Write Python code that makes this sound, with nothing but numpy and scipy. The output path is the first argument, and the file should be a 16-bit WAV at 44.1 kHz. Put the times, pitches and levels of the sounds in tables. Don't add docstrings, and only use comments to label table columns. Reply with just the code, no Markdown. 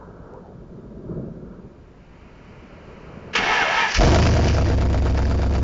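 import sys
import numpy as np
from scipy import signal
from scipy.fft import rfft, irfft, next_fast_len
from scipy.io import wavfile

SR = 44100
rng = np.random.default_rng(int(sys.argv[2]) if len(sys.argv) > 2 else 0)


def to_wav(s):
    ch = np.atleast_2d(s).T
    pcm = np.round(np.clip(ch, -1, 1) * 32767)
    wavfile.write(sys.argv[1], SR, pcm.astype(np.int16))


N = 248283
TIME_S = np.arange(N) / SR

# bank (0 near, 1 far), thump/dB, bark/dB
CYLINDERS = [(0, -0.5, 6), (0, -3.5, 5), (1, 0, -3), (0, 0, 4.5), (1, 0, -6), (1, -1.3, -4), (0, 0, 3.5),
             (1, -2, -2.5)]
# f/Hz, level/dB
THUMP_SPECTRUM = [(15, -29.5), (35, -3.5), (62, 2.5), (92, 2), (130, 7.5), (200, -6), (350, -3.5),
                  (700, -46.5)]
# f/Hz, level/dB
BARK_SPECTRUM = [(70, -5.5), (125, 11), (180, 7), (260, 4), (365, -1), (480, -6.5), (660, -12),
                 (900, -27.5), (1400, -18.5), (2500, -36), (7000, -52.5)]
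# f/Hz, bandwidth/Hz, level/dB
PIPE_MODES = [(361, 24, 3), (474, 24.4, 2.5), (638, 73, 0.5), (869, 50, -15)]
# t/s, gain/dB, half-width/s
BARK_SURGES = [(4.009, -7, 0.023), (4.057, -7, 0.011), (4.105, 3.5, 0.053), (4.224, 3, 0.024),
               (4.42, 4, 0.027)]
# f/Hz, level/dB
BAY_SPECTRUM = [(700, -34), (1600, 14), (2800, 9.5), (3700, -11), (4700, 8), (6000, -0.5), (7300, -25)]
# t/s, share of speed lost
COMPRESSIONS = [(3.447, .23), (3.675, 0.32), (3.915, 0.2)]
# multiple of pinion rate, level/dB, gain under strain/dB
GEAR_TONES = [(8, -13.5, 4), (9, -7.5, 2), (10, -17, 6), (17, -17.5, -1.5), (18, -12.5, 12)]
# f/Hz, level/dB
HOUSING_SPECTRUM = [(71, -58.5), (120, -16.5), (208, -5.5), (288, -14.5), (451, -7), (526, -10.5), (837, 1),
                    (1400, -6.5), (1750, -3), (3200, -6.5), (3930, -16), (5840, -16), (7300, -39),
                    (9490, -74), (16100, -120)]
# f/Hz, bandwidth/Hz, level/dB
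HOUSING_MODES = [(464, 29, -6.5), (869, 14, -7.5), (986, 21, -7), (1290, 15, -0.5), (1730, 91, -5.5),
                 (1734, 44, -3), (2170, 40, 0.5), (2380, 30, -8), (2716, 77, -6), (3134, 37, -10)]
# t/s, level/dB, T60/s
BLOWS = [(3.333, -29.5, 0.12), (3.353, -14.5, 0.065), (3.377, -22.5, 0.06)]
# f/Hz, level/dB
CLACK_SPECTRUM = [(100, -22), (220, -1), (470, -16), (680, -11.5), (1280, 1), (1700, -3.5), (2150, -1),
                  (2900, 5.5), (3550, -7.5), (6500, -15), (7400, -33.5)]
# f/Hz, level/dB
FREEWHEEL_SPECTRUM = [(700, -15), (1600, 4.5), (2800, 3.5), (3700, -7), (4700, 0), (6000, -1),
                      (7300, -15.5)]
# t/s, level/dB, half-width/s
RASPS = [(4.48, -27.5, 0.052), (4.545, -32.5, 0.0061)]
# t/s, level/dB, half-width/s
CHUFFS = [(3.397, -31, .018), (3.47, -31.5, 0.063), (3.623, -28, .02)]
# f/Hz, level/dB
CHUFF_SPECTRUM = [(35, -2), (90, -11), (140, -7.5), (215, 0.5), (300, -6), (440, 4), (700, -36.5)]
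# t/s, level/dB, half-width/s, f/Hz, glide/(Hz/s), bandwidth/Hz
SCUFFS = [(0.034, -47, 0.029, 943, 0, 262), (0.356, -48.5, 0.037, 925, 6002, 200),
          (0.358, -44.5, 0.053, 458, -1, 160), (0.499, -48, 0.091, 607, -3000, 480),
          (1.108, -53.5, 0.042, 1093, -7, 636), (1.493, -59.5, 0.064, 1320, 0, 264)]
# peak t/s, rumble/dB, rush/dB, time constant/s
SWELLS = [(0.022, -48.5, -49, 0.24), (0.28, -45.5, -49, 0.24), (0.799, -40.5, -58, 0.49),
          (1.173, -28.5, -51, 0.17), (1.541, -38.5, -53.5, 0.18), (3.4, -40, -46.5, 0.87)]
# f/Hz, level/dB
RUMBLE_SPECTRUM = [(24, -40), (40, -3), (91, -7), (172, 0.5), (309, -9.5), (362, -4.5), (440, -9),
                   (475, -15.5), (650, -16), (694, -25.5), (900, -50), (1170, -68), (1980, -120)]
# f/Hz, level/dB
RUSH_SPECTRUM = [(250, -25.5), (420, 9.5), (620, 6), (780, -3), (950, 1.5), (1130, -0.5), (1380, -2),
                 (1650, -7.5), (2000, -38.5)]
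# f/Hz, level/dB
HISS_SPECTRUM = [(1100, -2), (1700, -6), (2300, -2.5), (2900, -6), (3500, -22), (4300, -17), (7000, -26.5)]
# f/Hz, level/dB
FLOOR_SPECTRUM = [(15, -11.5), (50, -1), (90, -5.5), (250, -15), (900, -27.5), (2500, -40.5), (7000, -48.5)]


def engine(bark_db=-3.5, pipe_db=-4, bay_db=-34, flicker_db=6, clatter=0.47, bark_slope=2.14):
    firing_hz, effort_db = combustion()
    thumps, barks, puffs = cylinder_pulses(firing_hz)
    running = TIME_S > 4
    thumps = coloured(thumps, THUMP_SPECTRUM)
    boom = amp(effort_db) * thumps / thumps[running].std()
    barks = unit_rms(coloured(barks, BARK_SPECTRUM)) + amp(pipe_db) * ring(barks, PIPE_MODES)
    surge_db = sum(db * hump(at_s, width_s) for at_s, db, width_s in BARK_SURGES)
    rasp_db = bark_db + bark_slope * effort_db + surge_db
    rasp = amp(rasp_db) * barks / barks[running].std()
    beat = 1 + clatter * (np.sqrt(puffs / puffs[running].mean()) - 1)
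    bay = amp(bay_db + flicker_db * wander(48)) * beat * noise(BAY_SPECTRUM)
    return (boom + rasp + bay) * gate(3.9, np.inf, 0.012)


def combustion(first_hz=38.27, idle_hz=66.04, flare_hz=13, hunt_hz=0.96, hunt_period_s=1.1,
               catch_s=3.996, catch_db_per_s=636):
    dip_hz = hunt_hz * np.cos(2 * np.pi * (TIME_S - 5.02) / hunt_period_s)
    running_hz = idle_hz - dip_hz + flare_hz * hump(4.3, 0.2)
    firing_hz = first_hz + (running_hz - first_hz) * step(4.06, 0.015)
    running_db = -3 + 4.5 * hump(4.1, 0.23)
    return firing_hz, running_db - catch_db_per_s * np.clip(catch_s - TIME_S, 0, 0.5)


def cylinder_pulses(firing_hz, cycle_start_s=5.0505, spread_db=0.5, turbulence=0.81,
                    lag_firings=0.25, stumble_firings=0.022, rise_firings=0.29, decay_firings=0.7):
    firings = np.cumsum(firing_hz) / SR
    firings -= np.interp(cycle_start_s, TIME_S, firings)
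    voices = rng.standard_normal((len(CYLINDERS), SR // 10))
    lope = 1 + 0.36 * hump(4.64, 0.13)
    thumps, barks, puffs = np.zeros((3, N))
    for k in range(int(np.interp(3.93, TIME_S, firings)), int(firings[-1]) + 2):
        cylinder = k % len(CYLINDERS)
        bank, thump_db, bark_db = CYLINDERS[cylinder]
        span = slice(*np.searchsorted(firings, [k - 1, k + 3]))
        lag = lag_firings * (bank - 0.5) * lope[span]
        age = firings[span] - k - lag - stumble_firings * rng.standard_normal()
        chance_db = spread_db * rng.standard_normal()
        swirl = turbulence * rng.standard_normal(SR // 10)
        window = np.cos(np.pi / 2 * np.clip(age - 0.5, -1, 1)) ** 2
        thumps[span] += amp(thump_db + chance_db) * window * np.cos(2 * np.pi * age)
        attack = np.clip((age - 0.1) / rise_firings, 0, 1)
        puff = amp(bark_db + chance_db) * attack * np.exp(-abs(age) / decay_firings)
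        barks[span] += puff * np.resize(voices[cylinder] + swirl, len(age))
        puffs[span] += puff
    return thumps, barks, puffs


def starter(scrape_db=-1, buzz_db=-6, ring_db=-4, rough_db=1, flutter_db=3, bite=0.54, jitter=0.012,
            pinion_teeth=9, strain_lead_s=0.062):
    mesh_hz, gears_db = cranking()
    teeth = np.cumsum(mesh_hz * (1 + jitter * wander(92))) / SR
    pinion_rad = 2 * np.pi * teeth / pinion_teeth
    force = unit_rms(amp(rough_db * rng.standard_normal(N)[teeth.astype(int)]))
    scrape = force * (1 + bite * np.cos(2 * np.pi * teeth)) * rng.standard_normal(N)
    wear = sum(np.sin(order * pinion_rad + 2 * np.pi * rng.random()) for order in range(5, 37))
    grind = amp(scrape_db) * unit_rms(coloured(scrape, HOUSING_SPECTRUM))
    grind += amp(buzz_db) * unit_rms(coloured(force * wear, HOUSING_SPECTRUM))
    grind += amp(ring_db) * ring(scrape, HOUSING_MODES)
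    strain = sum(hump(at_s - strain_lead_s, 0.045) for at_s, _ in COMPRESSIONS[1:])
    whine = sum(amp(db + strain_db * strain + flutter_db * wander(35)) * np.sin(order * pinion_rad)
                for order, db, strain_db in GEAR_TONES)
    whine *= np.sqrt(2) * gate(3.385, 3.895, 0.014)
    engaged = gate(3.43, np.inf, 0.08) * gate(0, 3.95, 0.14)
    return amp(gears_db) * (grind + whine) * engaged


def cranking(start_s=3.39, unload_s=3.821, base_hz=862, climb_hz_per_s=230, unload_db_per_s=75):
    drag = sum(share * hump(at_s, 0.066) for at_s, share in COMPRESSIONS)
    free_hz = base_hz + climb_hz_per_s * (np.clip(TIME_S, start_s, unload_s) - start_s)
    gears_db = -21 - 13 * drag - unload_db_per_s * np.maximum(TIME_S - unload_s, 0)
    return free_hz * (1 - drag), gears_db


def solenoid(clack_db=-1, ring_db=-4, rise_s=0.0055, hold_s=0.012):
    steel = amp(clack_db) * noise(CLACK_SPECTRUM)
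    steel += amp(ring_db) * ring(rng.standard_normal(N), HOUSING_MODES)
    envelope = np.zeros(N)
    for at_s, db, t60_s in BLOWS:
        decay_db = 60 * np.maximum(TIME_S - at_s - hold_s, 0) / t60_s
        envelope += amp(db - decay_db) * gate(at_s + rise_s / 2, np.inf, rise_s)
    return steel * envelope


def freewheel(spin_db=-21, flicker_db=2.5, start_s=3.918, key_off_s=4.25):
    spin = amp(spin_db) * step(start_s, 0.026) * gate(0, key_off_s, 0.61)
    return (spin + bursts(RASPS)) * amp(flicker_db * wander(60)) * noise(FREEWHEEL_SPECTRUM)


def chuffs():
    return noise(CHUFF_SPECTRUM) * bursts(CHUFFS)


def scuffs():
    rubs = np.zeros(N)
    for at_s, db, width_s, hz, glide_hz_per_s, band_hz in SCUFFS:
        age_s = TIME_S - at_s
        carrier = np.sqrt(2) * np.cos(2 * np.pi * (hz + glide_hz_per_s * age_s / 2) * age_s)
        rubs += amp(db) * hump(at_s, width_s) * wander(band_hz / 2) * carrier
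    return rubs


def tick(at_s=0.3375, level_db=-44, t60_s=0.0028):
    age_s = np.maximum(TIME_S - at_s, 0)
    return (age_s > 0) * amp(level_db - 60 * age_s / t60_s) * rng.standard_normal(N)


def outdoors(gust_db=2, rush_gain_db=2, hiss_start_db=-83.5, hiss_rise_db=33, floor_db=-47.5):
    rumble_power, rush_power = np.zeros((2, N))
    for at_s, rumble_db, rush_db, tau_s in SWELLS:
        swell = np.exp(-abs(TIME_S - at_s) / tau_s)
        rumble_power += (amp(rumble_db) * swell) ** 2
        rush_power += (amp(rush_db) * swell) ** 2
    rumble = np.sqrt(rumble_power) * amp(gust_db * wander(25)) * noise(RUMBLE_SPECTRUM)
    rush = np.sqrt(rush_power) * amp(rush_gain_db) * noise(RUSH_SPECTRUM)
    hiss = amp(hiss_start_db + hiss_rise_db * step(1.725, 0.3)) * noise(HISS_SPECTRUM)
    return rumble + rush + hiss + amp(floor_db) * noise(FLOOR_SPECTRUM)


def amp(db):
    return 10 ** (np.asarray(db) / 20)


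def unit_rms(x):
    return x / np.sqrt(np.mean(x ** 2) + 1e-20)


def coloured(x, spectrum):
    points_hz, points_db = np.transpose(spectrum)
    size = next_fast_len(len(x) + 4096)
    hz = np.fft.rfftfreq(size, 1 / SR)
    gain = amp(np.interp(np.log(hz + 1), np.log(points_hz), points_db))
    return irfft(rfft(x, size) * gain, size)[:len(x)]


def ring(x, modes):
    return unit_rms(sum(amp(db) * signal.lfilter(*signal.iirpeak(hz, hz / band_hz, fs=SR), x)
                        for hz, band_hz, db in modes))


def noise(spectrum):
    return unit_rms(coloured(rng.standard_normal(N), spectrum))


def wander(cutoff_hz):
    size = next_fast_len(N, True)
    hz = np.fft.rfftfreq(size, 1 / SR)
    return unit_rms(irfft(rfft(rng.standard_normal(N), size) / (1 + (hz / cutoff_hz) ** 4), size)[:N])


def gate(start_s, end_s, fade_s):
    return np.clip(np.minimum(TIME_S - start_s, end_s - TIME_S) / fade_s + 1, 0, 1)


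def step(at_s, tau_s):
    return 0.5 + 0.5 * np.tanh(0.5 * (TIME_S - at_s) / tau_s)


def hump(at_s, half_width_s):
    return np.exp(-((TIME_S - at_s) / half_width_s) ** 2)


def bursts(events):
    return sum(amp(db) * hump(at_s, width_s) for at_s, db, width_s in events)


def scene():
    background = outdoors() + scuffs() + tick()
    return (background + solenoid() + starter() + chuffs() + freewheel() + engine())[None]


def record(dry, overload=0.48, treble_hz=2400, mids_hz=680, case_hz=650, case_db=-13, case_t60_s=0.14,
           fast_s=0.0029, slow_s=1.09, cutoff_hz=7400):
    drive = dry[0] / overload
    clipped = drive / (1 + drive ** 6) ** (1 / 6) + 0.025 * drive
    treble_sos = signal.butter(2, treble_hz, "high", fs=SR, output="sos")
    clipped += 0.58 * signal.sosfiltfilt(treble_sos, drive - clipped)
    clipped += 0.16 * signal.lfilter(*signal.iirpeak(mids_hz, 1.5, fs=SR), drive - clipped)
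    age_s = np.arange(SR // 25) / SR
    case_ir = rng.standard_normal(len(age_s)) * amp(-60 * age_s / case_t60_s)
    case_drive = signal.sosfilt(signal.butter(2, case_hz, "high", fs=SR, output="sos"), clipped)
    mic = clipped + amp(case_db) * signal.oaconvolve(case_drive, case_ir / np.linalg.norm(case_ir))[:N]
    fast_power, slow_power = (signal.lfilter([1 / (tau_s * SR)], [1, 1 / (tau_s * SR) - 1], mic ** 2)
                              for tau_s in (fast_s, slow_s))
    levelled = overload * mic / (1 + 0.99 * fast_power + 3.2 * slow_power)
    lowpass = signal.firwin(401, cutoff_hz, window=("kaiser", 9), fs=SR)
    return signal.oaconvolve(levelled, lowpass, "same")[None]


dry = scene()
out = record(dry)
to_wav(out)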